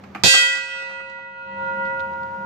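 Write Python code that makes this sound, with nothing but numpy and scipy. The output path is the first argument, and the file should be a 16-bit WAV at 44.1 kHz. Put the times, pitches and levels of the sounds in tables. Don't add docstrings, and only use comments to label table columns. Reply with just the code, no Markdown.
import sys
import numpy as np
from scipy import signal
from scipy.fft import rfft, irfft
from scipy.io import wavfile
from scipy.ndimage import uniform_filter1d, minimum_filter1d

SR = 44100
rng = np.random.default_rng(int(sys.argv[2]) if len(sys.argv) > 2 else 0)


def persist_wave(psi):
    counts = np.round(np.clip(psi, -1, 1) * 32767).astype(np.int16)
    wavfile.write(sys.argv[1], SR, np.atleast_2d(counts).T)


N = 108045
TIME_S = np.arange(N) / SR
STRIKE_S = 0.2355


def from_db(db):
    return 10 ** (np.asarray(db) / 20)


def at_hz(spectrum, hz):
    freqs, db = np.transpose(spectrum)
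    return np.interp(np.log(hz + 1e-9), np.log(freqs), db)


def gain_curve(points):
    return from_db(np.interp(TIME_S, *np.transpose(points)))


def panned(db):
    pair = from_db(np.array([[db], [-db]]) / 2)
    return pair / np.sqrt(np.mean(pair ** 2))


def noise(spectrum, alike, pan_db):
    colour = from_db(at_hz(spectrum, np.arange(N // 2 + 1) * SR / N))
    mid, side = irfft(rfft(rng.standard_normal((2, N))) * colour, N)
    pair = np.sqrt(1 + alike) * mid + np.sqrt(1 - alike) * side * np.array([[1], [-1]])
    return panned(pan_db) * pair / pair.std()


def decay(start_s, t60_s):
    age = TIME_S - start_s
    return np.clip(age * 1000, 0, 1) * from_db(-60 * np.maximum(age, 0) / t60_s)


def wander(rate_hz, steps=400):
    pole = np.exp(-2 * np.pi * rate_hz * N / SR / steps)
    white = rng.standard_normal((2, 2 * steps)) + 1j * rng.standard_normal((2, 2 * steps))
    slow = signal.lfilter([1], [1, -2 * pole, pole * pole], white)[:, steps:]
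    position = np.linspace(0, steps - 1, N)
    return np.array([np.interp(position, np.arange(steps), side) for side in slow / slow.std()])


# freq_hz, density_db
RUMBLE_SPECTRUM = [(25, -22), (50, -25), (70, -9), (85, -3.5), (105, -9.5), (125, -2.5), (160, -3.5),
                   (200, 1), (260, -6.5), (380, -7.5), (520, -20.5), (900, -55)]
# freq_hz, density_db
HISS_SPECTRUM = [(200, -22), (450, 3.5), (900, -0.5), (1800, -5.5), (3500, -17.5), (6500, -25.5),
                 (9500, -44.5), (15500, -33)]

def room_tone():
    rumble = from_db(-47) * noise(RUMBLE_SPECTRUM, alike=0.9, pan_db=-0.5)
    hiss = from_db(-49) * noise(HISS_SPECTRUM, alike=0.3, pan_db=-2.7)
    return rumble + hiss


# pitch_hz, level_db, width_hz
FAN_TONES = [(89.6, -55, 17), (123, -58, 3.2), (195.8, -47.5, 5.3)]

def fan_hum():
    hum = 0
    for hz, db, width_hz in FAN_TONES:
        tone = wander(width_hz / 2, steps=600)[0] * np.exp(2j * np.pi * hz * TIME_S)
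        hum += from_db(db) * np.sqrt(2) * tone.real
    return hum


# start_s, level_db, t60_s
HANDLING_TICKS = [(1.851, -50.5, 0.21), (1.995, -35.5, .015), (2.003, -40.5, 0.038), (2.133, -50, 0.026),
                  (2.232, -45, .02)]
# freq_hz, density_db
TICK_SPECTRUM = [(1000, -23), (2500, 5), (4500, 2.5), (7500, -15.5), (10000, -33), (15000, -30)]

def handling():
    envelope = sum(from_db(db) * decay(start_s, t60_s) for start_s, db, t60_s in HANDLING_TICKS)
    return envelope * noise(TICK_SPECTRUM, alike=0.37, pan_db=13.5)


def contact(start_s, t60_s):
    room_tail = from_db(-10.5) * decay(start_s, t60_s=0.41)
    return np.hypot(decay(start_s, t60_s), room_tail)


# start_s, body_db, edge_db
WORKS_KNOCKS = [(0.037, -40, -53.5), (.148, -27, -46), (0.158, -30.5, -57), (.340, -6.5, -17),
                (0.349, -11, -6), (.420, -28, -31), (.551, -24, -15), (0.571, -24, -21),
                (0.681, -31.5, -53), (0.746, -33.5, -48.5), (0.801, -30, -42), (0.822, -27.5, -33),
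                (0.851, -41.5, -40), (0.897, -25.5, -49), (0.908, -26.5, -60), (1.000, -25.5, -61),
                (1.097, -35.5, -38.5), (1.185, -32, -66)]
# freq_hz, density_db
BODY_SPECTRUM = [(40, -31.5), (100, -24.5), (230, -3), (370, -3), (560, -16.5), (780, 5), (960, -13.5),
                 (1200, 5), (1700, -8.5), (2400, -3), (3200, -18.5), (6000, -39.5)]
# freq_hz, density_db
EDGE_SPECTRUM = [(1500, -16.5), (2700, -2), (4500, 4.5), (7500, -3.5), (9000, -25.5), (12500, -22.5),
                 (15700, -27.5)]

def works():
    body_power = sum((from_db(db) * contact(s, t60_s=0.07)) ** 2 for s, db, _ in WORKS_KNOCKS)
    edge_power = sum((from_db(db) * contact(s, t60_s=0.049)) ** 2 for s, _, db in WORKS_KNOCKS)
    body = np.sqrt(body_power) * noise(BODY_SPECTRUM, alike=0.45, pan_db=-2)
    edge = np.sqrt(edge_power) * noise(EDGE_SPECTRUM, alike=0.1, pan_db=-7.5)
    return body + edge


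# start_s, level_db
STAND_JOLTS = [(0.2364, 10.5), (.243, 2.5), (.255, -1.5), (0.263, -3.5), (0.274, -7.5)]
# freq_hz, density_db
THUMP_SPECTRUM = [(25, -29.5), (55, -20.5), (90, -3), (140, 5.5), (300, -6), (800, -4.5), (1500, -32.5)]

def stand_thump():
    envelope = sum(from_db(db) * decay(start_s, t60_s=0.048) for start_s, db in STAND_JOLTS)
    return envelope * noise(THUMP_SPECTRUM, alike=0.086, pan_db=-5.5)


# freq_hz, density_db
CRASH_SPECTRUM = [(200, -17), (700, -8.5), (1000, -11.5), (1700, -1.5), (2600, -1), (4300, 5), (6500, -1),
                  (8300, -13), (9500, -21.5), (15700, -27.5)]
# freq_hz, density_db
WASH_SPECTRUM = [(200, -20), (1000, -16.5), (2600, 1), (4300, 1), (8200, -10), (9000, -42)]

def hammer():
    crash = decay(STRIKE_S, t60_s=0.19) * noise(CRASH_SPECTRUM, alike=0.0996, pan_db=-5.5)
    wash = decay(STRIKE_S, t60_s=1) * noise(WASH_SPECTRUM, alike=0, pan_db=-3)
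    return from_db(10) * crash + from_db(-6) * wash


# pitch_hz, relative_db
SHIMMER_SPECTRUM = [(3300, 3), (4500, -2.5), (7000, 5), (8500, -5.5), (9500, -11.5), (12000, -5.5),
                    (15700, -13.5)]

def bell_shimmer(bands=64, split_hz=9):
    edges_hz = np.linspace(3300, 15700, bands + 1)
    shimmer = 0
    for low, high, (place, strength) in zip(edges_hz, edges_hz[1:], rng.random((bands, 2))):
        hz = low + place * (high - low)
        t60_s = 0.67 * (5000 / hz) ** 0.25
        pair_hz = hz + split_hz * rng.standard_normal((2, 1))
        phases = rng.random((2, 2, 1))
        pair = np.sin(2 * np.pi * (pair_hz * TIME_S + phases)).sum(axis=1) / np.sqrt(2)
        level_db = at_hz(SHIMMER_SPECTRUM, hz) - 20.1 + 6.3 * strength
        shimmer += from_db(level_db) * decay(STRIKE_S, t60_s) * pair
    return shimmer


# pitch_hz, level_db, t60_s, pan_db, twin_offset_hz, twin_level_db, twin_t60_s
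BELL_MODES = [ (538.3, -24.5, 10.95, 0.5, 1.25, -37.5, 12), (947.4, -26, 45, 2.5, 9.5, -33.5, 14),
              (1426.8, -14, 7.04, -3.5, 5.5, -24.5, 2.5), (1585.5, 0, 1.1, 0, -3.5, -25, 1.5),
              (1958.3, 3, 1.05, -8.5, -0.24, -9.5, 3.53), (2545.7, 4, 0.62, -8, 0.5, -5.5, 2.245),
              (2746.5, 1.5, 0.71, -6, -1.5, -15.5, 2.12), (2844, -8.5, 0.93, -3.5, 2, -29, 3.7),
              (3191.5, 9, 0.79, 0, -4.1, -26.5, 3), (3620, 2, .5, 2, -4, -26, 2.2),
              (3658, -1, .55, 0, 3, -30, 2), (3955.7, 4, .46, 4, 1.4, -24, 2.3),
              (4313.5, 1.5, .56, -3, -1.8, -24, 2.1), (4590, 6.5, .54, -11, 1.4, -26, 1.9),
              (4693, -2.5, 0.82, -5, -57, -14, .6), (5141.2, -1.5, .52, 0, 3, -30, 1.7),
              (5585.4, -2, .72, 2, -1.7, -18, 1.2), (5900, -9.5, .6, 1, 0.5, -37, 1.5),
              (6240, -17, .55, 5.5, 7.5, -27.5, 1.7), (6570, -10.5, .6, -2, 4, -30, 1.2),
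              (6466.6, 1, .48, -3, 3, -29, 1.5), (7040, -8.5, 0.88, -8.5, 2.5, -26.5, 0.92),
              (7065.8, 3, .53, -7, -3, -28, 1), (7278.1, -1.5, .5, -3, 4, -27, .8),
              (7870, -1, .55, -4, 2, -18, 0.98), (8200, -9.5, 0.43, 0, 17, -13, 0.99),
              (8300, -0.5, 0.41, -1, 167, -5.5, 0.55), (9430, -8, .5, -7.5, 9, -31, 0.37),
              (10560, -8.5, 0.46, -2, 5.5, -29, .7), (12300, -20.5, .52, -3, 8.5, -30, 0.71)]
# time_s, gain_db
RING_GAIN = [(.24, 0), (.38, 0.5), (.5, 1), (.68, -2.5), (.8, 1.5), (1.05, 0.5), (1.35, -0.5),
             (1.599, -0.5), (1.721, -0.5), (1.861, 1.5), (2.02, 2), (2.321, -1), (2.45, -1)]
# time_s, gain_db
THIRD_PARTIAL_GAIN = [(.3, 3.5), (.9, -2), (1.2, 2), (1.3, -2.5), (1.42, 3), (1.509, -6.5), (1.6, 0.5),
                      (1.85, 1), (2.04, 1), (2.12, -7), (2.2, 0.5), (2.45, -1.5)]
# time_s, gain_db
FIFTH_PARTIAL_GAIN = [(.3, -1.5), (.45, 2.5), (.6, -2), (.9, 0), (1.25, 2.5), (1.52, -3), (1.72, -4.5),
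                      (1.87, 5.5), (2.1, -1.5), (2.32, -6), (2.45, 0)]

def bell(wide_hz=950, direct_share=0.32, swell_s=0.076):
    age = np.maximum(TIME_S - STRIKE_S, 0)
    partial_gains = {2: THIRD_PARTIAL_GAIN, 4: FIFTH_PARTIAL_GAIN}
    ring = 0
    for k, (hz, db, t60_s, pan_db, offset_hz, twin_db, twin_t60_s) in enumerate(BELL_MODES):
        twin = from_db(twin_db) * decay(STRIKE_S, twin_t60_s) * np.exp(2j * np.pi * offset_hz * age)
        envelope = from_db(db) * decay(STRIKE_S, t60_s) + twin
        if hz < 1000:
            envelope *= 1 + from_db(12.5) * decay(STRIKE_S, t60_s=0.46)
        if k in partial_gains:
            envelope *= gain_curve(partial_gains[k])
        phase_gap = np.pi / 2 * min((hz / wide_hz) ** 2, 1) * (-1) ** k
        steady = panned(pan_db) * np.exp(1j * phase_gap * np.array([[0.5], [-0.5]]))
        waver = 0.44 * min(hz / 1760, 1) * wander(rate_hz=6.9)
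        tone = np.exp(2j * np.pi * (hz * age + rng.random()))
        ring += (envelope * (steady + waver) * tone).real
    swell = 1 - (1 - direct_share) * np.exp(-age / swell_s)
    return ring * swell * gain_curve(RING_GAIN)


def scene():
    strike = bell() + bell_shimmer() + hammer() + stand_thump()
    return strike + works() + fan_hum() + handling() + room_tone()


def record(dry):
    ceiling_db, max_held_db, release_db_per_s = -10.5, 14.5, 49
    sense, hold = int(0.0033 * SR), int(0.98 * SR)
    power = uniform_filter1d(np.mean(dry ** 2, axis=0), sense)
    over_db = np.maximum(10 * np.log10(np.maximum(power, 1e-12)) - ceiling_db, 0)
    capped_db = np.minimum(over_db, max_held_db)
    held_db = -minimum_filter1d(-capped_db, hold, origin=(hold - 1) // 2, mode="constant")
    ramp_db = release_db_per_s * TIME_S
    released_db = np.maximum.accumulate(held_db + ramp_db) - ramp_db
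    cut_db = uniform_filter1d(np.maximum(over_db, released_db), size=64)
    limited = np.clip(dry * from_db(-cut_db), -1, 1)
    lowpass = signal.cheby2(16, 70, 16150, fs=SR, output="sos")
    return signal.sosfilt(lowpass, limited)


dry = scene()
out = record(dry)
persist_wave(out)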